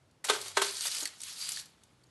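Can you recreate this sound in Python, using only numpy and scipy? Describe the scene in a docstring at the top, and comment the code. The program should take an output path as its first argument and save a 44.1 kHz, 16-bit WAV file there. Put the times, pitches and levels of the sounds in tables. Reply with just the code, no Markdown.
"""A few hollow bumps and a rustle of foil: a hand gathers loose bits from a foil-lined tray.
Each bump rings the tray and rattles its lining. The hand drags on, then lifts away: its fingers
rasp on the floor, the foil rustles with tiny buckles, and single creases snap and ring briefly.
Around it is a small quiet room with soft air and a faint low hum."""
import sys
import numpy as np
from scipy import signal
from scipy.fft import rfft, irfft, next_fast_len
from scipy.io import wavfile

SR = 44100
rng = np.random.default_rng(int(sys.argv[2]) if len(sys.argv) > 2 else 0)


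def to_wav(s):
    """Save 16-bit WAV."""
    ch = np.atleast_2d(s).T  # columns
    pcm = np.round(np.clip(ch, -1, 1) * 32767)  # PCM
    wavfile.write(sys.argv[1], SR, pcm.astype(np.int16))


N = 92610

# room tone, the colour of still air: f/Hz, relative level/dB
AIR_EQ = [(12, -66), (25, -34), (45, -12.5), (70, -2), (100, -0.5), (150, -1.5), (230, -4), (450, -9.5),
          (1000, -15), (2500, -21), (6000, -25), (11500, -31.5)]
# a low hum sinks, then returns higher: t/s, level/dB, f/Hz
HUM_PATH = [(.1, -87, 139.2), (0.361, -71, 116.7), (.53, -66.5, 97), (.62, -70, 88.8), (.85, -74.5, 92),
            (.95, -104, 95), (1.25, -84, 157.7), (1.5, -68.5, 145.5), (1.85, -85, 134.4), (2.08, -68, 125)]
# fingers scraping the tray's floor through the lining: t/s, level/dB
SCRAPE_FADER = [(.235, -85), (.26, -45.5), (.315, -43.5), (.355, -36), (.39, -51), (.46, -54), (.54, -57.5),
                (.60, -41), (.65, -46), (.72, -55), (.82, -66.5), (.88, -57), (.99, -55.5), (1.13, -60.5),
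                (1.2, -66.5), (1.52, -61.5), (1.72, -68.5), (1.95, -77.5)]
# colour of the lining when bumped or scraped: f/Hz, relative level/dB
LINING_EQ = [(100, -25.5), (195, -38.5), (270, -9.5), (335, -25), (410, -7), (750, -4), (1000, -3.5),
             (1500, -2.5), (1800, -5.5), (2050, -4), (2600, -6), (3200, -1), (4300, -3), (5500, -7.5),
             (8000, -3), (11500, -8.5)]
# modes of the tray: f/Hz, relative level/dB, t60/s
TRAY_MODES = [(262, -22, .12), (380.4, -12.5, 0.33), (460.6, -7.5, 0.14), (583, -9.5, .14), (620, -7, .12),
              (916, -1.5, 0.053), (1046, 1, 0.027), (1270, 1.5, 0.065), (1380, -13.5, .1), (1535, -16, .09),
              (1543, 2, .11), (1650, -22.5, 0.21), (1989, -2.5, 0.088), (4260, -6, .07)]
# bumps: t/s, level/dB, rise/s, tray ring trim/dB, floor f/Hz, floor trim/dB, dull above f/Hz
BUMP_CUES = [(0.2394, -38.5, 0.009, -7, 603, -21.5, 8000), (0.2833, -24, 0.0091, -16, 404, -29, 3780),
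             (0.2974, -18, 0.0016, -2, 429.4, 0, 6000), (0.33, -32.5, 0.0051, -10.5, 401.5, 4.5, 9000),
             (.456, -40, 0.0045, -22, 382, -9, 3500), (.5655, -28.5, 0.0046, -17.5, 392, -9, 5100),
             (0.569, -17.5, 0.0034, -3, 396.7, -2, 3815), (0.615, -20.5, 0.0047, -8, 403.6, -3, 8810),
             (.644, -37.5, 0.0034, 0, 398.4, 6.5, 4970), (.852, -33, 0.0026, -8.5, 563, -12, 4500),
             (1.022, -35.5, 0.0022, -3, 291, -5, 1010)]
# how hard the hand rubs the foil: t/s, level/dB
RUB_FADER = [(.235, -107), (.25, -46.5), (.335, -38.5), (.39, -44.5), (.49, -46), (0.544, -54.5),
             (.64, -34.5), (.74, -42.5), (.80, -40.5), (.86, -34), (.90, -39.5), (1.02, -37.5), (1.10, -56),
             (1.19, -61), (1.225, -50), (1.29, -42.5), (1.355, -48.5), (1.425, -39.5), (1.50, -42),
             (1.595, -44.5), (1.68, -66.5), (1.78, -82), (1.88, -74), (1.97, -83.5), (2.1, -80)]
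# colour of the rustle: f/Hz, relative level/dB
RUSTLE_EQ = [(120, -21), (300, -30.5), (700, -25.5), (1100, -13.5), (1900, -11), (2500, -8), (3500, -3.5),
             (4200, 0), (4650, -0.5), (5100, -3), (7000, -4), (9500, -5.5), (11500, -7.5)]
# a taut patch of foil sings under the hand: t/s, level/dB relative to the rustle
SINGING_FADER = [(.55, -36), (.75, -20), (.88, -14), (1.1, -25), (1.3, -22), (1.37, -13), (1.43, -6),
                 (1.48, -5), (1.6, -18)]
# creases snapping: t/s, level/dB, rise/s, facet f/Hz, facet ring trim/dB
SNAP_CUES = [(0.111, -67, 0.001, 4550, -6.5), (0.2418, -34, 0.0011, 2092, -5.5),
             (0.245, -31, 0.0061, 8400, -10), (0.411, -36, 0.0043, 6760, -17),
             (.479, -40, 0.0046, 8250, -20), (0.6173, -32, 0.0006, 6670, -15),
             (.708, -37, 0.0022, 9900, -5), (0.768, -34.5, .0005, 4360, -5),
             (0.8075, -30, 0.00083, 4690, -3), (0.821, -41, .0005, 8500, 8), (.856, -34.5, 0.0015, 3510, 0),
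             (0.8694, -29, 0.00044, 4650, -1.5), (0.878, -29, 0.0018, 1820, -12),
             (.914, -34, 0.0013, 9500, -9), (.948, -32, 0.00058, 2050, -11.5),
             (0.9663, -35, 0.0015, 4800, 0.5), (0.983, -33, 0.0005, 4140, -23),
             (1.0306, -38, 0.00033, 6560, 4.5), (1.0544, -29, 0.0005, 4470, -3),
             (1.056, -36, 0.00077, 1863, 0.5), (1.073, -37, 0.0017, 4430, -2.5),
             (1.2039, -40, 0.00038, 5800, -5), (1.216, -39.5, 0.0008, 8230, -3),
             (1.233, -35, 0.0022, 5940, -11), (1.4126, -46.5, 0.00077, 4720, 9),
             (1.489, -26.5, .0003, 9700, -8), (1.5178, -31.5, 0.0027, 7050, -4.5),
             (1.5613, -38.5, 0.0015, 4420, 1), (1.572, -37, 0.00024, 1860, -4),
             (1.597, -40, 0.00071, 4430, -4), (1.657, -49.5, 0.00057, 4000, -19),
             (1.6919, -76, 0.00044, 3170, -5), (1.835, -53, .0003, 3640, -13),
             (2.0336, -64.5, 0.0056, 4510, -1), (2.068, -73, .001, 6600, 3)]
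# colour of a snap: f/Hz, relative level/dB
SNAP_EQ = [(120, -23), (400, -28), (900, -15.5), (2000, -10), (3000, -3.5), (4500, -3), (6000, -1),
           (9000, 1), (11500, -5)]

AIR_DB, CUTOFF_HZ = -67.5, 11800
ROOM_DB, ROOM_RISE_S, ROOM_T60_S = -12, .003, .36
TREBLE_ABOVE_HZ, TREBLE_T60_S = 2900, .16
SCRAPE_DULL_HZ, SCRAPE_GRAIN_DB = 2700, 2.9
BODY_TRIM_DB, RATTLE_T60_S, FLOOR_T60_S = -7.5, .068, .14
BUCKLES_PER_S, BUCKLE_SPREAD_DB, SLIDE_DB, FLICKER_DB = 1800, 4, 3.5, 2
SINGING_HZ, SINGING_WIDTH_HZ = 4755, 200
SNAP_T60_S, FACET_T60_S, FACET_WANDER_HZ = .027, .034, 170


def from_db(db):
    """Decibels to gain."""
    return 10 ** (np.asarray(db) / 20)


def rms_one(x):
    """Scale to unit rms."""
    return x / np.sqrt(np.mean(x ** 2) + 1e-20)


def fader(curve):
    """Gain at every sample from (t/s, level/dB) points."""
    return from_db(np.interp(np.arange(N) / SR, *np.transpose(curve)))


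def colour(x, points):
    """Causal EQ through (f/Hz, level/dB) points; white noise keeps its power below the cutoff."""
    size = 2 * next_fast_len(N)
    hz, db = np.transpose(points)
    grid = np.maximum(np.arange(size // 2 + 1) * SR / size, 1)
    gain = from_db(np.interp(np.log(grid), np.log(hz), db))
    gain = gain / np.sqrt(np.mean(gain ** 2 * (grid < CUTOFF_HZ)))
    # minimum phase, so nothing rings ahead of an attack
    cepstrum = irfft(np.log(gain))
    cepstrum[1:size // 2] *= 2
    cepstrum[size // 2 + 1:] = 0
    return irfft(rfft(x, size) * np.exp(rfft(cepstrum)))[:N]


def dull(x, above_hz):
    """Roll the top off gently."""
    return signal.lfilter(*signal.butter(1, above_hz, fs=SR), x)


def drift(rate_hz):
    """Smooth random modulation; rms 1."""
    r = np.exp(-2 * np.pi * rate_hz / SR)
    smooth = signal.lfilter([1], [1, -2 * r, r * r], rng.standard_normal(N + SR // 2))
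    return rms_one(smooth[SR // 2:])


def envelope(t, rise_s, t60):
    """A straight attack, then an exponential decay."""
    attack = np.clip(t / max(rise_s, 1 / SR), 0, 1)
    return attack * from_db(-60 * np.maximum(t - rise_s, 0) / t60)


def ring(t, hz, rise_s, t60):
    """One struck mode."""
    return np.sin(2 * np.pi * hz * t) * envelope(t, rise_s, t60)


def resonant_noise(hz, width_hz):
    """Noise twice through one resonance; rms 1."""
    r = np.exp(-np.pi * width_hz / SR)
    x = rng.standard_normal(N + SR // 4)
    for _ in range(2):
        x = signal.lfilter([1, 0, -1], [1, -2 * r * np.cos(2 * np.pi * hz / SR), r * r], x)
    return rms_one(x[SR // 4:])


def wandering_tone(hz, wander_hz, rate_hz, size):
    """A sine whose pitch strays at random; rms 1."""
    r = np.exp(-2 * np.pi * rate_hz / SR)
    stray = rms_one(signal.lfilter([1], [1, -r], rng.standard_normal(size)))
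    return np.sqrt(2) * np.sin(2 * np.pi * np.cumsum(hz + wander_hz * stray) / SR)


def add(out, s, sound):
    """Mix a sound in at time s."""
    start = int(np.clip(s * SR, 0, N - 1))
    out[start:start + len(sound)] += sound[:N - start]


def air():
    """The room's still air: a steady bed of dark noise."""
    return from_db(AIR_DB) * colour(rng.standard_normal(N), AIR_EQ)


def hum():
    """A faint, wavering hum that glides in pitch and level."""
    s, db, hz = np.transpose(HUM_PATH)
    t = np.arange(N) / SR
    tone = wandering_tone(np.interp(t, s, hz), wander_hz=4.2, rate_hz=22, size=N)
    return from_db(np.interp(t, s, db)) * tone


def room_reverb(x):
    """Dense reflections from near walls; the treble dies first."""
    t = np.arange(SR // 2) / SR
    noise = rng.standard_normal(len(t))
    low = dull(noise, TREBLE_ABOVE_HZ)
    tail = low * envelope(t, ROOM_RISE_S, ROOM_T60_S)
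    tail += (noise - low) * envelope(t, ROOM_RISE_S, TREBLE_T60_S)
    return from_db(ROOM_DB) * signal.fftconvolve(x, tail / np.sqrt(np.sum(tail ** 2)))[:N]


def finger_scrape():
    """Friction on the tray's floor: a dull, grainy rasp."""
    friction = rng.standard_normal(N) * from_db(SCRAPE_GRAIN_DB * drift(rate_hz=130))
    rasp = dull(colour(friction, LINING_EQ), SCRAPE_DULL_HZ)
    return rms_one(rasp) * fader(SCRAPE_FADER)


def tray_bumps():
    """Each bump rings the tray and rattles its lining, each with its own brightness."""
    t = np.arange(SR // 2) / SR
    body, lining = np.zeros(N), np.zeros(N)
    for s, db, rise_s, ring_db, floor_hz, floor_db, dull_hz in BUMP_CUES:
        modes = 0
        for hz, mode_db, t60 in TRAY_MODES:
            gain = from_db(mode_db) / np.hypot(1, (hz / dull_hz) ** 2)
            modes += rng.choice([-1, 1]) * gain * ring(t, hz, rise_s, t60)
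        # the floor's pitch depends on where the hand presses
        floor = from_db(floor_db) * ring(t, floor_hz, rise_s, FLOOR_T60_S)
        add(body, s, from_db(db + BODY_TRIM_DB) * (from_db(ring_db) * modes + floor))
        rattle = rng.standard_normal(len(t)) * envelope(t, rise_s, RATTLE_T60_S)
        add(lining, s, from_db(db) * dull(rattle, dull_hz))
    low_cut = signal.butter(4, 235, "high", fs=SR, output="sos")
    return signal.sosfilt(low_cut, body + colour(lining, LINING_EQ))


def foil_rustle():
    """Tiny buckles excite facets of many pitches over the hiss of sliding; one taut patch sings."""
    sizes = from_db(BUCKLE_SPREAD_DB * np.minimum(rng.exponential(1, N), 4))
    buckles = rms_one(sizes * (rng.random(N) < BUCKLES_PER_S / SR))
    edges_hz = np.geomspace(150, 13000, num=15)
    crinkle = np.zeros(N)
    for low, high in zip(edges_hz, edges_hz[1:]):
        clicks = buckles * rng.choice([-1, 1], N)
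        hiss = from_db(SLIDE_DB) * rng.standard_normal(N)
        band_pass = signal.butter(2, [low, high], "band", fs=SR, output="sos")
        flicker = rms_one(from_db(FLICKER_DB * drift(rate_hz=23)))
        crinkle += signal.sosfilt(band_pass, rms_one(clicks + hiss)) * flicker
    singing = fader(SINGING_FADER) * resonant_noise(SINGING_HZ, SINGING_WIDTH_HZ)
    return (colour(crinkle, RUSTLE_EQ) + singing) * fader(RUB_FADER)


def crease_snaps():
    """A crease gives way in a burst of crackle, and the facet beside it rings roughly."""
    t = np.arange(SR // 10) / SR
    crackle, facets = np.zeros(N), np.zeros(N)
    for s, db, rise_s, hz, ring_db in SNAP_CUES:
        burst = rng.standard_normal(len(t)) * envelope(t, rise_s, SNAP_T60_S)
        add(crackle, s, from_db(db) * burst)
        facet = wandering_tone(hz, FACET_WANDER_HZ, rate_hz=260, size=len(t))
        add(facets, s, from_db(db + ring_db) * facet * envelope(t, rise_s, FACET_T60_S))
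    return colour(crackle, SNAP_EQ) + facets


def scene():
    """Mono mix: tray and foil up front, with air, reverb and hum behind."""
    tray = foil_rustle() + finger_scrape() + tray_bumps() + crease_snaps()
    return (tray + air() + room_reverb(tray) + hum())[None]


def record(dry):
    """A steep high cut on the whole mix."""
    return signal.sosfilt(signal.ellip(12, .2, 75, CUTOFF_HZ, fs=SR, output="sos"), dry)


dry = scene()
out = record(dry)
to_wav(out)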